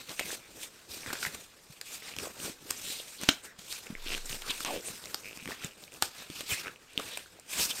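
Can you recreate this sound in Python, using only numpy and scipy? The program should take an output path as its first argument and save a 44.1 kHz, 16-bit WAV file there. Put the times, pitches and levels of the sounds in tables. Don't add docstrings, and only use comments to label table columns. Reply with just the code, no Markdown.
import sys
import numpy as np
from scipy import signal
from scipy.fft import rfft, irfft, next_fast_len
from scipy.io import wavfile
from scipy.ndimage import uniform_filter1d, map_coordinates

SR = 44100
rng = np.random.default_rng(int(sys.argv[2]) if len(sys.argv) > 2 else 0)


def to_wav(sig):
    pcm = np.clip(np.atleast_2d(sig), -1, 1) * 32767
    pcm = np.round(pcm).astype(np.int16)
    wavfile.write(sys.argv[1], SR, pcm.T)


def linear_from_db(decibels):
    return 10 ** (np.asarray(decibels, float) / 20)


N = 343980

# frequency in Hz, gain in dB.
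CAPSULE = [(7000, 6.5), (9000, -0.5), (10500, -13.5), (13500, -3.5), (15700, -19)]


def unit(x):
    return x / np.sqrt(np.mean(x ** 2) + 1e-20)


def along(points, hz):
    f, v = np.transpose(points)
    return np.interp(np.log(hz + 1), np.log(f + 1), v)


def curves(rows):
    s, *cols = np.transpose(rows)
    return [np.interp(np.arange(N) / SR, s, c) for c in cols]


def wobble(rate):
    knots = rng.standard_normal(int(N * rate / SR) + 4)
    return map_coordinates(knots, [np.arange(N) * rate / SR])


def filtered(x, response):
    m = next_fast_len(x.shape[-1] + 8192)
    spectrum = rfft(x, m) * response(np.fft.rfftfreq(m, 1 / SR))
    return irfft(spectrum, m)[..., :x.shape[-1]]


def peak(f, hz, width_hz):
    return 1j * f * width_hz / (hz * hz - f * f + 1j * f * width_hz + 1e-9)


def capsule(f):
    return linear_from_db(along(CAPSULE, f))


def place(rows, times):
    at = np.round(np.asarray(times) * SR).astype(int)[:, None] + np.arange(rows.shape[1])
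    return np.bincount(at.ravel(), rows.ravel(), N + SR)[:N]


def patchy(x, depth_db):
    z = signal.stft(x, nperseg=256)[2]
    field = uniform_filter1d(rng.standard_normal(z.shape), size=4, axis=0)
    field = uniform_filter1d(field, size=12, axis=1)
    return signal.istft(z * linear_from_db(depth_db * unit(field)), nperseg=256)[1][:N]


def room_air():
    # frequency in Hz, level in dB per Hz.
    air_colour = [(12, -35), (20, 27), (472, 16.5), (759, 16), (2530, 4), (8410, 13.5), (10500, -18),
                  (13900, -12)]
    return linear_from_db(-66) * unit(filtered(rng.standard_normal(N), lambda f: linear_from_db(along(air_colour, f))))


def room(x):
    # frequency in Hz, decay time t60 in s.
    wall_decay = [(100, 0.09), (1000, 0.24), (4000, 0.2), (12000, 0.16)]
    out, step = np.zeros(N + SR), SR // 4
    for at in range(0, N, step):
        hz, t, z = signal.stft(rng.standard_normal(SR // 3), SR, nperseg=256)
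        decay = linear_from_db(-60 * t / along(wall_decay, hz)[:, None])
        tail = signal.istft(z * decay, SR, nperseg=256)[1]
        wet = signal.fftconvolve(x[at:at + step], tail / np.linalg.norm(tail))
        out[at + 300:][:len(wet)] += wet
    return out[:N]


def sway():
    # time in s, level in dB.
    swing = [
        (3.87, -82),
        (3.96, -43),
        (4.1, -37),
        (4.3, -41),
        (4.5, -49),
        (4.8, -70),
        (5, -95),
    ]
    level_db, = curves(swing)
    sway_hz = 18
    return linear_from_db(level_db) * np.sin(2 * np.pi * sway_hz * (np.arange(N) / SR - 3.98))


def thuds():
    # start in s, peak in dB,
    # frequency in Hz.
    soft_thuds = [(.092, -43, 152), (.329, -31, 470), (.899, -47, 76), (1.059, -47, 293), (1.13, -31, 312),
                  (1.27, -37, 158), (1.339, -53, 66), (2.174, -40, 135), (2.271, -27, 550),
                  (2.367, -42, 470), (2.448, -35, 200), (2.625, -42, 300), (3.232, -29, 209),
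                  (3.589, -42, 200), (3.902, -28, 213), (4.062, -37, 290), (4.301, -39, 119),
                  (4.497, -38, 290), (4.884, -35, 520), (5.426, -39, 225), (5.464, -36, 175),
                  (5.488, -30, 390), (5.646, -30, 167), (6.299, -42, 140), (6.407, -32, 515),
                  (6.518, -33, 100), (6.995, -29, 560), (7.698, -41, 242), (7.004, -32, 500),
                  (1.075, -41, 98), (1.7, -42, 140), (3.2, -41, 340), (2.9, -40, 300), (3, -35, 520),
                  (2.48, -32, 510), (2.497, -36, 280), (2.3, -43, 450), (2.655, -40.5, 310),
                  (6.024, -42, 87), (6.3, -32, 300), (4.8, -36, 410), (5.475, -36, 260), (3.925, -34, 200),
                  (4.9, -39, 160), (7.389, -40.5, 640), (6.956, -42, 430), (0.21, -27.5, 590),
                  (6.313, -44, 190), (6.432, -41, 300), (6.222, -40, 500), (0.97, -38, 280)]
    s, db, hz = np.transpose(soft_thuds)[..., None]
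    cycles = np.arange(SR // 8) / SR * hz
    push = np.sin(2 * np.pi * cycles) * cycles / 0.44 * np.exp(1 - cycles / 0.51)
    return place(linear_from_db(db - 4.0) * push, s[:, 0])


def swishes():
    # peak time in s, level in dB, half length in s, first and last resonance in Hz.
    glides = [(2.9, -43.5, 0.086, 3100, 4200), (2.9, -49, .07, 7870, 8200), (3, -41.5, .012, 3800, 3500),
              (2.775, -47, 0.014, 5500, 7500), (3.2, -47, .02, 4000, 3900), (4.07, -42, 0.011, 2800, 2700),
              (4.12, -58, .06, 7800, 8000), (4.326, -50, 0.041, 7600, 7400),
              (4.472, -45.5, .035, 1340, 1450), (4.504, -34, 0.012, 3300, 3400),
              (4.515, -34, .006, 3300, 3200), (4.874, -40, 0.025, 8200, 8200),
              (6.53, -37, 0.023, 8000, 8600), (6.512, -43, .025, 13000, 14000),
              (6.522, -32, 0.024, 3400, 2100), (6.564, -43, 0.053, 2500, 2400),
              (7.527, -44.5, 0.034, 3170, 2500), (7.517, -46, .03, 8000, 8200),
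              (7.6, -37.5, 0.033, 2300, 4200), (7.63, -33, .035, 4500, 5900),
              (7.627, -35, 0.042, 7900, 8000), (7.625, -37, .04, 12000, 12600),
              (7.711, -39.5, 0.014, 3700, 3300), (7.763, -47, 0.016, 8300, 9100),
              (7.795, -44.5, 0.018, 7500, 7500), (8, -46.5, .03, 3800, 3500), (8.5, -51, 0.031, 7500, 8500),
              (7.14, -48, 0.028, 3400, 3600), (7.2, -58.5, .06, 8500, 8700), (6.92, -56.5, .04, 2800, 2700),
              (7.0, -48, .018, 1400, 1300), (6.364, -46, 0.01, 3400, 2800), (6.32, -54, .025, 2200, 2500),
              (0.446, -55.5, 0.034, 2300, 2200), (0.348, -49, .015, 8900, 8500),
              (1.24, -45, 0.013, 5000, 5000), (.22, -46.5, 0.033, 2600, 2400),
              (2.45, -47, .045, 8200, 8300), (3.722, -46, .025, 8400, 8400), (3.718, -45, .02, 4000, 4000),
              (3.47, -52, .05, 1900, 1800), (3.445, -51, .015, 8200, 8200), (3.31, -42, .03, 6500, 6000),
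              (6.69, -49, .03, 1600, 1500)]
    hz, now, z = signal.stft(rng.standard_normal(N), SR, nperseg=256, noverlap=192)
    power = np.zeros(z.shape)
    for s, db, half, first_hz, last_hz in glides:
        near = np.abs(now - s) < 2 * half
        u = (now[near] - s) / half
        centre = first_hz + (last_hz - first_hz) * np.clip(u + 1, 0, 2) / 2
        width = 0.17 * centre
        resonance = np.exp(-((hz[:, None] - centre) / width) ** 2) * SR / (4 * width)
        power[:, near] += linear_from_db(2 * (db - 10 * u ** 2)) * resonance
    hiss = signal.istft(z * np.sqrt(power), SR, nperseg=256, noverlap=192)[1][:N]
    return patchy(hiss, depth_db=2.5)


def strokes(rows, mix_db):
    # four shares, dB per dB.
    slack_share = (1, 0.76, 0.024, 0.014)
    swell_db = 20
    roundness = 1.4
    now, power = np.arange(0, N + 64, 64) / SR, 0
    for s, db, rise, fall, slack_db in rows:
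        away = np.where(now < s, (s - now) / max(rise, .005), (now - s) / max(fall, .005))
        layer_db = np.add(mix_db, np.multiply(slack_share, slack_db))[:, None]
        power = power + linear_from_db(2 * (db + layer_db - swell_db * away ** roundness))
    return np.array([np.interp(np.arange(N) / SR, now, p) for p in power])


def rustle():
    # frequency in Hz, gain in dB.
    flap = [(20, -23), (60, -5.5), (250, -0.5), (500, 0.5), (750, -11), (1500, -30)]
    pocket = [(250, -58), (500, -4.5), (750, -2), (1600, 3), (2200, -2), (4000, -21.5)]
    crinkle = [(900, -46), (1700, -15.5), (2500, 3.5), (3050, -1), (3600, 1.5), (5200, -4), (6800, -13),
               (11000, -42)]
    taut_hiss = [(3000, -15.5), (5200, -6), (6800, -5), (8800, -4), (10500, -13.5), (13800, -8.5),
                 (15700, -24)]
    # peak time in s, strength in dB, rise in s, fall in s, slackness in dB.
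    creases = [(0.0, -50.5, .1, 0.086, -4.5), (.105, -45.5, 0.072, 0.081, -5), (.2, -52, 0.032, 0.42, -1.5),
               (1.09, -46, 0.14, 0.31, -3), (1.871, -49.5, 0.06, 0.13, -17), (2.085, -46, 0.14, 0.14, -8.5),
               (3.229, -42, 0.036, 0.081, -5), (3.296, -44.5, 0.047, 0.14, -9),
               (3.914, -56.5, 0.43, 0.14, 1), (4.137, -40.5, 0.15, 0.097, -6),
               (4.504, -42, 0.1, 0.15, -7.5), (4.661, -41, 0.015, 0.071, -6),
               (5.498, -45, 0.03, 0.13, -3.5), (5.651, -45, 0.094, 0.064, -6),
               (6.195, -48, 0.12, 0.13, -6.5), (6.403, -45, 0.19, 0.069, -13),
               (6.52, -33.5, 0.066, 0.078, -13), (6.59, -43, 0.12, 0.091, -14.5),
               (6.672, -52.5, 0.27, 0.11, 2.5), (6.995, -53.5, 0.025, 0.022, 13),
               (7.05, -47, 0.14, 0.21, -7.5), (7.14, -49, 0.22, 0.16, -6.5), (7.6, -33, 0.074, 0.089, -8)]
    rubs = [(.335, -39.5, 0.25, 0.062, -12.5), (.55, -57, 0.14, 0.9, -1), (.92, -43, 0.038, 0.17, -10),
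            (1.26, -39.5, 0.13, 0.049, -13), (1.34, -48, 0.15, 0.19, -6.5), (1.78, -59, 0.87, 0.056, -31),
            (1.945, -42.5, 0.12, 0.073, -14), (2.23, -42, 0.072, 0.11, 0), (2.465, -40, 0.14, 0.088, -4),
            (2.71, -47, 0.12, 0.17, -4.5), (3.455, -49.5, 0.04, 0.07, -6), (3.596, -49.5, 0.017, 0.086, -7),
            (3.726, -43.5, 0.1, 0.19, -23), (4.324, -41.5, 0.13, 0.14, -6.5),
            (4.635, -41, 0.13, 0.023, -16), (4.719, -42, 0.033, 0.14, -4.5), (4.883, -44, 0.081, 0.14, -8),
            (5.13, -51, 0.58, 1, -4.5), (5.81, -53, 0.045, 0.1, -7), (5.94, -53.5, 0.031, 0.12, 0),
            (6.029, -39, 0.017, 0.087, -11), (7.514, -41.5, 0.038, 0.22, -11),
            (7.64, -33.5, 0.1, 0.043, -25), (7.708, -33.5, 0.04, 0.021, -15),
            (2.92, -39.5, 0.25, 0.16, -14),
        (7.33, -65.5, 0.26, 1, -1),
        (.632, -43, 0.063, 0.069, -17),
        (3.1, -47.5, 0.15, 0.18, -10),
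        (6.83, -65, .3, 0.27, -8),
        (7.799, -40.5, 0.23, .1, -10.5),
    ]
    # levels of flap, pockets, crinkle and hiss in dB.
    rest_db = (-67.5, -67, -66.5, -98)
    # flap, pockets, crinkle and hiss over the strength, dB
    crease_mix_db, rub_mix_db = (-3, -1.5, -2, -3), (-3.5, -5, -6, -1)

    clumps_db = 0.5 * wobble(35) + 1.45 * wobble(120)
    sizes = linear_from_db(np.minimum(4 * rng.exponential(size=N), 9)) * rng.choice([-1, 1], N)
    ticks = unit(sizes * (rng.random(N) < 2500 / SR))
    power = strokes(creases, crease_mix_db) + strokes(rubs, rub_mix_db)
    power = power + linear_from_db(rest_db)[:, None] ** 2
    colours = (flap, pocket, crinkle, taut_hiss)
    grains, own_wobbles_db = (0.35, 0.4, 0.5, 0.42), (1.2, 0.8, 0.8, 1.2)
    out = np.zeros(N)
    for level, colour, grain, own_db in zip(np.sqrt(power), colours, grains, own_wobbles_db):
        slips = (grain * ticks + rng.standard_normal(N)) * linear_from_db(clumps_db)
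        shaped = filtered(slips, lambda f: linear_from_db(along(colour, f)))
        out += level * unit(shaped * linear_from_db(own_db * wobble(30)))
    return patchy(out, depth_db=2.0)


def stutter():
    # time in s, slips per second, pocket in Hz, level in dB, bite of each slip in dB.
    drag = [
        (4.648, 223, 1100, -68, 9),
        (4.657, 335, 1050, -49, 13),
        (4.69, 310, 900, -42.5, 2.5),
        (4.72, 320, 635, -41, -0.5),
        (4.775, 250, 510, -44, 3),
        (4.795, 190, 480, -49, -3),
    ]
    rate, pocket_hz, level_db, bite_db = curves(drag)
    now = np.arange(N) / SR
    live = (now > drag[0][0]) & (now < drag[-1][0])
    count = np.cumsum(rate * live * (1 + 0.22 * wobble(250))) / SR
    at = np.flatnonzero(np.diff(np.floor(count)) > 0)
    luck = rng.standard_normal((100, 3))[:len(at)]
    t = np.arange(512) / SR
    low_hz = (pocket_hz[at] * (1 + 0.15 * luck[:, 0]))[:, None]
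    low = np.sin(2 * np.pi * low_hz * t) * linear_from_db(-60 * t / 0.02)
    tick_hz = 2700 * (1 + 0.11 * luck[:, 1:2])
    tick = linear_from_db(bite_db[at, None]) * np.sin(2 * np.pi * tick_hz * t) * linear_from_db(-60 * t / 0.0035)
    scatter_db = 2.5 * luck[:, 2:]
    return place(linear_from_db(level_db[at, None] + 9.5 + scatter_db) * (low + tick), at / SR)


def jerks():
    # start in s, peak in dB, ring in Hz.
    lone_jerks = [(.21, -23, 2990), (0.305, -27, 1710), (.332, -29, 3200), (1.033, -29.5, 2390),
                  (5.04, -28, 3800), (1.1081, -26, 1610), (1.154, -27.5, 1650), (1.1892, -30, 3900),
                  (1.268, -41, 1800), (2.023, -31.5, 2080), (2.0824, -32, 2180), (2.1163, -35, 2360),
                  (2.1382, -28.5, 2660), (2.1987, -28, 2480), (2.4014, -28.5, 2860), (3.8692, -28.5, 2550),
                  (3.952, -24, 2110), (4.1042, -20.5, 2760), (4.119, -23, 2700), (4.3288, -21.5, 2790),
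                  (5.0715, -33, 2480), (5.3107, -30, 2560), (5.3297, -30.5, 2600), (5.426, -32, 2620),
                  (5.921, -36, 2540), (6.76, -35, 2670), (7.1477, -42, 3360)]
    tugs = [(5.2354, -38, 2600), (5.2455, -32, 2360), (5.257, -29, 2450), (5.2659, -30, 2490),
            (5.276, -30, 2450), (5.2856, -31, 2380), (5.2947, -33, 2550), (5.302, -41, 2300),
            (5.391, -38, 2690), (5.3991, -33, 2470), (5.4044, -35, 2530), (5.4124, -41, 2520),
            (5.42, -38, 2530), (5.4364, -41, 2480), (5.448, -40, 2370), (5.519, -26, 1850),
            (5.5264, -31, 1910), (1.07, -35, 1700), (1.078, -33, 1700), (1.2695, -29, 1890),
            (5.609, -36, 2600), (5.617, -38, 1400), (5.71, -39, 2700), (5.721, -40, 2780),
            (5.734, -42, 2600), (5.879, -37.5, 2400), (5.947, -39, 2700), (5.962, -40, 2600),
            (.264, -33, 2100), (6.03, -20, 3500), (7.193, -34, 2900), (7.26, -40, 1500)]
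    double_tugs = [
        (6.6488, -32, 2391),
        (6.659, -28, 2190),
        (6.6696, -25.5, 2403),
        (6.6806, -26.5, 2669),
    ]
    sharp_tugs = [(2.866, -26, 3001), (4.0735, -21, 3600), (4.0835, -20.5, 3300), (4.1222, -23, 2690),
                  (4.1295, -22, 2760), (4.1362, -19, 2750), (4.1427, -17, 2830), (4.1488, -16, 2870),
                  (4.3112, -25, 2780), (4.3535, -26, 7400), (4.5436, -28, 3600), (4.738, -30, 4500),
                  (4.8857, -25, 2600), (7.5344, -25.5, 2370), (.104, -28, 7500), (.165, -33, 7500),
                  (5.5084, -27, 1190), (5.6245, -27, 2900), (5.638, -26, 2200), (5.8387, -28, 4000),
                  (5.922, -35, 7500), (5.94, -30, 7800), (6.4078, -19.5, 2950), (6.934, -34, 8300),
                  (6.998, -26, 6510), (7.147, -33, 4000), (7.322, -41, 8500), (1.1335, -20, 4600),
                  (6.0236, -7, 8800), (7.174, -23, 8900), (3.7265, -21, 5000), (6.977, -14, 3200),
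                  (5.1445, -17, 4800), (3.5935, -30, 4000), (2.4965, -29, 8300), (2.458, -28, 3000),
                  (4.6525, -25, 3500), (4.6625, -24, 3500), (4.497, -24, 3500), (5.0572, -29, 5500)]
    # table, cycles to the peak, lower ring's share, kick in dB
    kinds = ((lone_jerks, 1.1, 0, -6), (tugs, 1.5, 0, -8), (double_tugs, 1.3, .7, -8), (sharp_tugs, .7, 0, -16))
    rows = [(*row, *kind) for table, *kind in kinds for row in table]
    s, db, hz, turns, low, kick_db = np.transpose(rows)[..., None]
    t = np.arange(512) / SR

    def cycles(f):
        return np.sin(2 * np.pi * f * t) * t * f / turns * np.exp(1 - t * f / turns)

    blip = cycles(hz) + low * cycles(0.606 * hz)
    kick = linear_from_db(kick_db) * np.sin(2 * np.pi * 450 * t) * linear_from_db(-60 * t / 0.0081)
    grit = linear_from_db(-14.0) * rng.standard_normal((len(s), len(t))) * linear_from_db(-60 * t / 0.0024)
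    return place(linear_from_db(db - 4.0) * (blip + kick + filtered(grit, capsule)), s[:, 0])


def pops():
    # start in s, peak in dB, ring in Hz, edge in dB.
    dry_folds = [(0.0927, -26, 4400, -9), (.198, -21, 2480, -3.5), (1.2274, -18, 1440, -21),
                 (1.25, -15, 1700, -20), (1.8125, -25, 4380, -3.5), (4.1773, -29.5, 1560, -3),
                 (4.2943, -26.5, 3680, -6), (4.42, -25, 2640, -9), (4.8085, -31, 5860, -21),
                 (5.056, -32.5, 4800, 0), (5.144, -23, 4800, 0), (7.397, -34, 8400, -14),
                 (6.301, -31, 3500, -7), (7.173, -25, 2400, -2), (6.0255, -19, 1600, -3)]
    smacks = [(0.1944, -13, 2300, -9.5), (1.062, -22, 1910, -27), (1.1035, -21, 1600, -14),
              (2.165, -27.5, 3330, -1.5), (2.1862, -21, 2700, -5), (2.7052, -22, 5025, -4),
              (2.7076, -12, 8800, -8), (3.2137, -23, 8850, -12), (3.2351, -26, 1250, 3),
              (4.6054, -26.5, 1290, -1), (4.6487, -17, 6100, -4), (5.3737, -31.5, 2430, -3),
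              (5.4283, -44, 2600, -12), (5.457, -22, 2360, -12), (5.476, -23.5, 2240, -9),
              (5.4867, -31, 2908, -21), (5.646, -19.5, 7560, -14), (6.0236, -7.5, 4340, -5.5),
              (6.998, -25.5, 1220, -10)]
    scuffs = [
        (1.128, -31.5, 1710, 4.5),
        (1.2615, -22.5, 1850, -8),
        (1.345, -41, 2360, 9),
        (3.588, -38.5, 6860, -5.5),
        (3.7235, -33, 4300, -3),
        (4.2553, -30.5, 8480, -7),
        (4.504, -20, 3220, -6.5),
        (6.406, -27, 2520, -5),
    ]
    cuff_snaps = [
        (3.2886, 0.5, 3120, -14.5),
        (6.9768, -12, 3050, -15.5),
    ]
    snap_parts = [
        (3.2917, -5.5, 3500, -12),
        (3.296, -19, 3400, -10),
        (3.2892, -10.5, 1520, -27),
        (3.2896, -18, 750, -25),
        (3.2825, -30, 4500, -10),
    ]
    # slap peak in dB, its share of the fold's level, decay time t60 in s.
    fold_kinds = [
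        (-58, 0, 0.013),
        (-33.5, 0.27, 0.0063),
        (-40, 0.16, 0.033),
        (-14.5, 1.37, 0.0079),
        (-39, 0, 0.013),
    ]
    rows = []
    for table, kind in zip((dry_folds, smacks, scuffs, cuff_snaps, snap_parts), fold_kinds):
        slap_db, share, t60 = kind
        rows += [(s, db, hz, edge_db, slap_db + (share - 1) * db, t60) for s, db, hz, edge_db in table]
    s, db, hz, edge_db, slap_db, t60 = np.transpose(rows)[..., None]
    t, t60 = np.arange(3072) / SR, np.clip(t60, .003, .1)
    rise = t60 ** 2 * 2.0
    burst = rng.standard_normal((len(s), len(t))) * linear_from_db(-60 * t / t60) * (1 - np.exp(-t / rise))
    burst[:, 12:13] += (0.0026 / t60) ** 2

    def crack_colour(f):
        body = 0.61 * peak(f, 1720, 6500) * f / (f - 1j * 350)
        return (peak(f, 10160, 10300) ** 2 + body) * capsule(f)

    def peak_one(v):
        return v / np.abs(v).max(1, keepdims=True)

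    ring = peak_one(filtered(burst, lambda f: peak(f, hz, 0.22 * hz) * capsule(f)))
    crack = peak_one(filtered(burst, crack_colour))
    slap = linear_from_db(-60 * t / 0.019) * np.sin(2 * np.pi * 270 * t) * (1 - np.exp(-t / 0.00031))
    fold = ring + linear_from_db(edge_db + 8.5) * crack + linear_from_db(slap_db + 8) * slap
    return place(linear_from_db(db - 6.0) * fold, s[:, 0])


def scene():
    # frequency in Hz, side minus mid in dB.
    apart = [(60, -14), (180, -17), (550, -13), (1650, -14), (4970, -14), (15000, -9)]
    hits = pops() + jerks() + stutter()
    hits = hits + linear_from_db(-32.5) * np.pad(hits, (140, 0))[:N]
    mid = hits + linear_from_db(-13.0) * room(hits) + rustle() + swishes() + thuds() + room_air()
    z = signal.stft(mid - 0.92 * hits, nperseg=512)[2]
    new_phases = np.exp(2j * np.pi * rng.random(z.shape))
    unlike = signal.istft(z * new_phases, nperseg=512)[1][:N]
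    side = filtered(unlike, lambda f: linear_from_db(along(apart, f) - 4.5)) * linear_from_db(1.5 * wobble(12))
    return np.array([mid + side, mid - side]) + sway()


def top_cut(x):
    return signal.sosfilt(signal.butter(12, 16510, fs=SR, output="sos"), x)


def record(dry):
    top_hz = 15800
    mix = filtered(dry, lambda f: f < top_hz)
    return top_cut(mix)


dry = scene()
out = record(dry)
to_wav(out)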